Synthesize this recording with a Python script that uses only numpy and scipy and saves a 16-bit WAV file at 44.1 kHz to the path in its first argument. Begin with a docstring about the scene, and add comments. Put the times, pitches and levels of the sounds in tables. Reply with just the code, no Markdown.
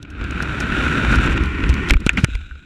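"""Tower jump and parachute opening

A jumper falls with a camera on the helmet. Air rushes over the housing, rings its cavity and
buffets the microphone. The parachute is dragged out, then opens: cloth cracks, the risers knock
the helmet, buckles clack and overload the recorder, and the wind drops to a glide."""
import sys
import numpy as np
from scipy import signal
from scipy.fft import rfft, irfft
from scipy.io import wavfile
from scipy.ndimage import map_coordinates

SR = 44100
rng = np.random.default_rng(int(sys.argv[2]) if len(sys.argv) > 2 else 0)


def wrap_up_sound(samples):
    """Save the sound to the file named by the first command line argument, as 16-bit audio."""
    columns = np.atleast_2d(samples).T
    # keep every value between -1 and 1, then stretch to whole-number steps
    tamed = np.clip(columns, -1, 1)
    steps = np.round(tamed * 32767).astype(np.int16)
    wavfile.write(sys.argv[1], SR, steps)


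N = 116865
T = np.arange(N) / SR


def amp(db):
    """Decibels to gain."""
    return 10 ** (np.asarray(db) / 20)


def unit(x):
    """Scales to rms 1."""
    return x / np.sqrt(np.mean(x ** 2) + 1e-20)


def curve(rows, column=1):
    """One column of a time table at every sample."""
    rows = np.array(rows)
    return np.interp(T, rows[:, 0], rows[:, column])


def add(mix, start_s, sound):
    """Mixes a sound in at start_s."""
    part = mix[max(round(start_s * SR), 0):][:len(sound)]
    part += sound[:len(part)]


def colour(x, spectrum, size=8192, rolloff_db_per_octave=24):
    """Minimum-phase filter of unit energy, rolling off above the spectrum's last point."""
    hz, db = np.transpose(spectrum)
    bin_hz = abs(np.fft.fftfreq(size, 1 / SR)) + 1
    octaves_above = np.maximum(np.log2(bin_hz / hz[-1]), 0)
    gain_db = np.interp(np.log(bin_hz), np.log(hz), db) - rolloff_db_per_octave * octaves_above
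    log_response = np.conj(signal.hilbert(np.log(amp(gain_db) + 1e-6)))
    taps = np.fft.ifft(np.exp(log_response)).real[:size // 2] * np.hanning(size)[size // 2:]
    return signal.fftconvolve(x, taps / np.linalg.norm(taps))[:N]


def wander(rate_hz):
    """Random drift of rms 1, mostly below rate_hz."""
    ratio = np.fft.rfftfreq(N, 1 / SR) / rate_hz
    return unit(irfft(rfft(rng.standard_normal(N)) * ratio / (1 + ratio ** 2) ** 2, N))


def bump(centre_s, width_s):
    """Gaussian hump, peak 1."""
    return np.exp(-((T - centre_s) / width_s) ** 2)


def strike(rise_s, decay_s):
    """Envelope with a quick rise and an exponential fall, peak 1."""
    t = T[:SR // 5]
    shape = (1 - np.exp(-(t / rise_s) ** 2)) * np.exp(-t / decay_s)
    return shape / shape.max()


def ring(pitch_hz, rise_s, decay_s):
    """One decaying mode."""
    shape = strike(rise_s, decay_s)
    return shape * np.sin(2 * np.pi * pitch_hz * T[:len(shape)])


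def turbulence(eddies_per_s=980, spread_db=6, eddy_share=0.34):
    """Smooth noise mixed with the pops of single eddies."""
    pops = rng.choice([-1., 1.], N) * (rng.random(N) < eddies_per_s / SR)
    pops *= amp(spread_db * np.minimum(rng.exponential(1, N), 3.3))
    return np.sqrt(1 - eddy_share) * rng.standard_normal(N) + np.sqrt(eddy_share) * unit(pops)


def friction_bursts(rows, spectrum, rise_s, taut_s=0.011, taut_db=-11.5, crinkle_db=3.5):
    """Crinkly noise bursts, each led in by the rustle of cloth drawing taut."""
    envelope = np.zeros(N)
    for start_s, level_db, decay_s in rows:
        add(envelope, start_s, amp(level_db) * strike(rise_s, decay_s))
    pole = np.exp(-1 / (taut_s * SR))
    lead_in = amp(taut_db) * signal.lfilter([1 - pole], [1, -pole], envelope[::-1])[::-1]
    crinkle = unit(amp(crinkle_db * wander(640)))
    return colour((envelope + lead_in) * crinkle * rng.standard_normal(N), spectrum)


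# Hush spectrum: freq_hz, density_db
HUSH_SPECTRUM = [(40, 17), (110, -4), (330, -10), (560, -20), (720, -22), (1150, -20), (1460, 5.5),
                 (1850, -16), (2550, -1.5), (3150, -13.5), (3850, -6.5), (4400, -29), (6600, -26.5),
                 (7400, -22.5), (8300, -33.5), (12000, -44)]
# Hush envelope: time_s, level_db
HUSH_LEVEL = [(0, -57), (2.262, -43), (2.28, -35.5), (2.34, -32), (2.39, -40), (2.42, -38), (2.46, -41.5),
              (2.57, -44.5), (2.62, -45.5)]


def glide_hush(flutter_db):
    """Soft turbulence that swells to a swish under the open canopy."""
    return colour(turbulence(), HUSH_SPECTRUM) * amp(curve(HUSH_LEVEL) + flutter_db)


# Rumble spectrum: freq_hz, density_db
RUMBLE_SPECTRUM = [(10, -66), (25, -7), (45, 7), (68, 11), (95, -8), (300, -59.5)]
# Rumble envelope: time_s, level_db
RUMBLE_LEVEL = [(0, -44), (.2, -30.5), (.5, -29), (1.02, -25), (1.12, -16.5), (1.3, -19.5), (1.5, -23.5),
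                (2.33, -28.5), (2.42, -34.5), (2.53, -33.5), (2.65, -56)]


def rumble():
    """The deep end of the turbulence."""
    return unit(colour(turbulence(), RUMBLE_SPECTRUM)) * amp(curve(RUMBLE_LEVEL))


# Hiss spectrum: freq_hz, density_db
HISS_SPECTRUM = [(3500, -11), (4800, -7), (5230, -8), (5560, 6.5), (6000, 1), (6900, 0.5), (7400, 3.5),
                 (8100, -4), (9100, -4.5), (14500, -24)]


def housing_hiss(rush_db, flutter_db, lull, full_speed_db=-43, growth_db_per_db=1.32):
    """Hiss grows faster with speed than the rush; the canopy chops it, flapping as it is dragged out."""
    level_db = full_speed_db + growth_db_per_db * (rush_db - rush_db.max())
    flapping_db = 2.5 * bump(1.296, width_s=0.078) * (1 + wander(64)) - 12.5 * lull
    return colour(rng.standard_normal(N), HISS_SPECTRUM) * amp(level_db + flutter_db + flapping_db)


# Buffeting spectrum: freq_hz, density_db
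BUFFET_SPECTRUM = [(50, -15), (100, 1.5), (180, -1), (290, 0.5), (360, -6), (480, -20), (1200, -48)]


def buffeting(eddies, level_db):
    """Eddies shake the microphone."""
    return colour(eddies, BUFFET_SPECTRUM) * amp(level_db)


# Cavity spectrum in the clean stream: freq_hz, density_db
STREAM_SPECTRUM = [(200, -16.5), (520, -12), (850, -17.5), (1180, -15.5), (1340, -2), (1460, 1), (1580, -3),
                   (1800, -14), (2150, -17.5), (2520, -9), (2900, -15.5), (3330, -21.5), (3650, -17),
                   (4500, -32)]
# Spectrum in the wake of the cloth: freq_hz, density_db
WAKE_SPECTRUM = [(200, -20), (400, 2.5), (540, -18.5), (780, -14.5), (1050, -3.5), (1200, -6), (1430, 4),
                 (1670, -7.5), (1860, 2), (2080, -4.5), (2370, 0.5), (2900, -8), (3500, -17), (4600, -27)]
# Crossfade from stream to wake: time_s, power_share
WAKE_SHARE = [(1.25, 0.21), (1.45, 0.91), (1.92, 1), (2.2, .74)]


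def cavity_rush(eddies, level_db, pitch_drift=0.00757):
    """Air rings the housing cavity, its pitch drifting in the gusts, until the cloth's wake takes over."""
    cavity = colour(eddies, STREAM_SPECTRUM)
    read_position = np.cumsum(1 + pitch_drift * wander(9.86))
    stream = map_coordinates(cavity, [read_position], mode="mirror")
    wake = colour(rng.standard_normal(N), WAKE_SPECTRUM)
    share = curve(WAKE_SHARE)
    return (np.sqrt(1 - share) * stream + np.sqrt(share) * wake) * amp(level_db)


# Airflow envelopes: time_s, rush_db, buffet_db
AIRFLOW = [(0, -52, -38.5), (.11, -45, -40.5), (.2, -36, -33), (.38, -29, -27.5), (.66, -25.5, -25.5),
           (.84, -21, -21.5), (1.06, -22.5, -22.5), (1.15, -19, -18.5), (1.29, -22, -20), (1.4, -27, -22.5),
           (1.52, -30, -30), (1.63, -28.5, -23), (1.89, -28, -25.5), (1.94, -43.5, -18),
           (1.985, -52.5, -42), (2.02, -38.5, -26), (2.08, -44.5, -67), (2.14, -39, -25), (2.21, -38, -30),
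           (2.265, -52, -51), (2.36, -65, -52)]
# Lulls between canopy flaps: centre_s
LULL_TIMES = [1.175, 1.196, 1.288, 1.351, 1.389]


def wind():
    """Five air layers share slow gusts; all but the rumble also share a fast flutter."""
    gust_db, flutter_db = 0.53 * wander(24), wander(108)
    eddies = turbulence()
    rush_db, buffet_db = curve(AIRFLOW), curve(AIRFLOW, column=2)
    lull = sum(bump(centre_s, width_s=0.0072) for centre_s in LULL_TIMES)
    air = cavity_rush(eddies, rush_db + 1.5 * flutter_db - 3.5 * lull)
    air += buffeting(eddies, buffet_db + 0.5 * flutter_db)
    air += rumble() + glide_hush(flutter_db) + housing_hiss(rush_db, flutter_db, lull)
    return amp(gust_db) * air


# Blows on the housing: start_s, level_db, pitch_hz, decay_s
HOUSING_BLOWS = [(.21, -17.5, 60.3, 0.025), (.838, -14, 76, 0.017), (1.3, -15, 59.4, 0.017),
                 (1.401, -15, 71.9, 0.079), (1.631, -8, 56, 0.012), (1.691, -3.5, 66, 0.016),
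                 (1.908, -2, 41.6, 0.008), (1.921, -13, 210, 0.0014), (1.941, -13, 180, .004),
                 (1.952, -1.5, 34.7, .008), (2.065, 0, 202, 0.0011), (2.178, -12, 62, .012),
                 (2.18, -13, 190, 0.012), (2.236, 0, 112, 0.0042), (2.285, -23.5, 251, 0.0036),
                 (2.346, -11, 47, 0.013)]


def housing_thumps(rise_cycles=0.31):
    """Air and webbing push the housing, which swings back and settles."""
    out = np.zeros(N)
    for start_s, level_db, pitch_hz, decay_s in HOUSING_BLOWS:
        add(out, start_s, amp(level_db) * ring(pitch_hz, rise_cycles / pitch_hz, decay_s))
    return out


# Strap hits: start_s, level_db, decay_s
STRAP_HITS = [(.0497, -37, 0.0027), (.211, -28, 0.0065), (1.375, -17.5, 0.0047), (1.6375, -13, 0.0015),
              (1.897, -16.5, 0.01), (1.936, -20.5, 0.0044), (1.9675, -21.5, 0.0012), (2.064, -18, 0.0051),
              (2.093, -20.5, 0.0068), (2.175, -17, .0042), (2.183, -19.5, 0.0095), (2.241, -8, 0.0031),
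              (2.352, -24.5, 0.0029), (2.405, -45, 0.0079), (2.553, -40, .005)]
# Strap spectrum: freq_hz, density_db
STRAP_SPECTRUM = [(100, -17), (300, -1), (750, -7), (1100, -5), (1420, 7.5), (1800, -4.5), (2500, 3),
                  (3200, -6), (4600, -19), (7300, -26), (15000, -62)]


def strap_slaps():
    """Straps slap and drag over the helmet."""
    return friction_bursts(STRAP_HITS, STRAP_SPECTRUM, rise_s=0.00093)


# Cloth and line snaps: start_s, level_db, decay_s
CLOTH_SNAPS = [(.028, -29.5, 0.0018), (.1023, -44, 0.0063), (.2415, -26.5, 0.00054), (.3095, -30, .00083),
               (.4245, -22.5, 0.0034), (.602, -24, 0.007), (1.115, -35.5, .019), (1.156, -27.5, 0.0055),
               (1.437, -30.5, 0.0012), (1.458, -32, 0.0017), (1.692, -21.5, 0.0015), (1.697, -24.5, 0.0038),
               (1.741, -26.5, .0016), (1.888, -25, .003), (1.897, -15, 0.0012), (1.9076, -7.5, 0.0012),
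               (1.9365, -18.5, 0.0006), (2.003, -32.5, 0.003), (2.064, -17.5, 0.0036), (2.131, -40, 0.0072),
               (2.171, -32, .004), (2.192, -37.5, 0.021), (2.2448, -8.5, 0.0011), (2.352, -29, 0.0018)]
# Cloth spectrum: freq_hz, density_db
CLOTH_SPECTRUM = [(200, 15), (900, -0.5), (1500, -20), (2600, 8), (4500, 3), (5800, 2), (7500, -2.5),
                  (10000, -7.5), (14500, -26)]


def cloth_cracks():
    """Cloth and lines rustle, then crack taut."""
    return friction_bursts(CLOTH_SNAPS, CLOTH_SPECTRUM, rise_s=0.00023)


# Buckle and link strikes: start_s, level_db, pitch_hz, decay_s
BUCKLE_HITS = [(0.4039, -10.5, 1450, .0018), (0.8127, -12, 1480, .0018), (1.9071, 1.5, 2215, 0.00067),
               (1.941, -12, 2310, 0.0014), (2.0925, 4.5, 2500, 0.00076), (2.1736, -4.5, 2070, 0.00089),
               (2.2448, -7.5, 2310, .001), (2.511, -30.5, 1510, 0.0059)]
# Housing modes: pitch_hz, gain_db, decay_s
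HOUSING_MODES = [(1567, -12, 0.0019), (1800, -24, 0.0097)]


def buckle_clacks(rise_s=0.00074, tick_gain_db=-32, tick_decay_s=0.0004):
    """Each strike makes a hard tick and briefly rings both the buckle and the housing."""
    out = np.zeros(N)
    housing = sum(amp(db) * ring(hz, rise_s, decay_s) for hz, db, decay_s in HOUSING_MODES)
    tick_envelope = amp(tick_gain_db) * strike(rise_s, tick_decay_s)
    for start_s, level_db, pitch_hz, decay_s in BUCKLE_HITS:
        noise = tick_envelope * rng.standard_normal(len(housing))
        tick = signal.lfilter([.5], [1, -.5], noise)  # gentle low-pass
        buckle = ring(pitch_hz, rise_s, decay_s)
        add(out, start_s, amp(level_db) * (buckle + housing + tick))
    return out


def scene():
    """Wind and the opening parachute at one microphone."""
    return (wind() + housing_thumps() + buckle_clacks() + strap_slaps() + cloth_cracks())[None]


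def record(dry):
    """The microphone blocks the slowest pressure, the loudest snaps overload it; then the band limit."""
    low_cut_hz, high_cut_hz = 10, 15650
    sound = signal.lfilter(*signal.butter(1, low_cut_hz, "high", fs=SR), dry)
    clipped = sound / (1 + sound ** 6) ** (1 / 6)
    low_pass = signal.firwin(255, high_cut_hz, window=("kaiser", 9), fs=SR)
    return signal.oaconvolve(clipped, low_pass[None], "same")


dry = scene()
out = record(dry)
wrap_up_sound(out)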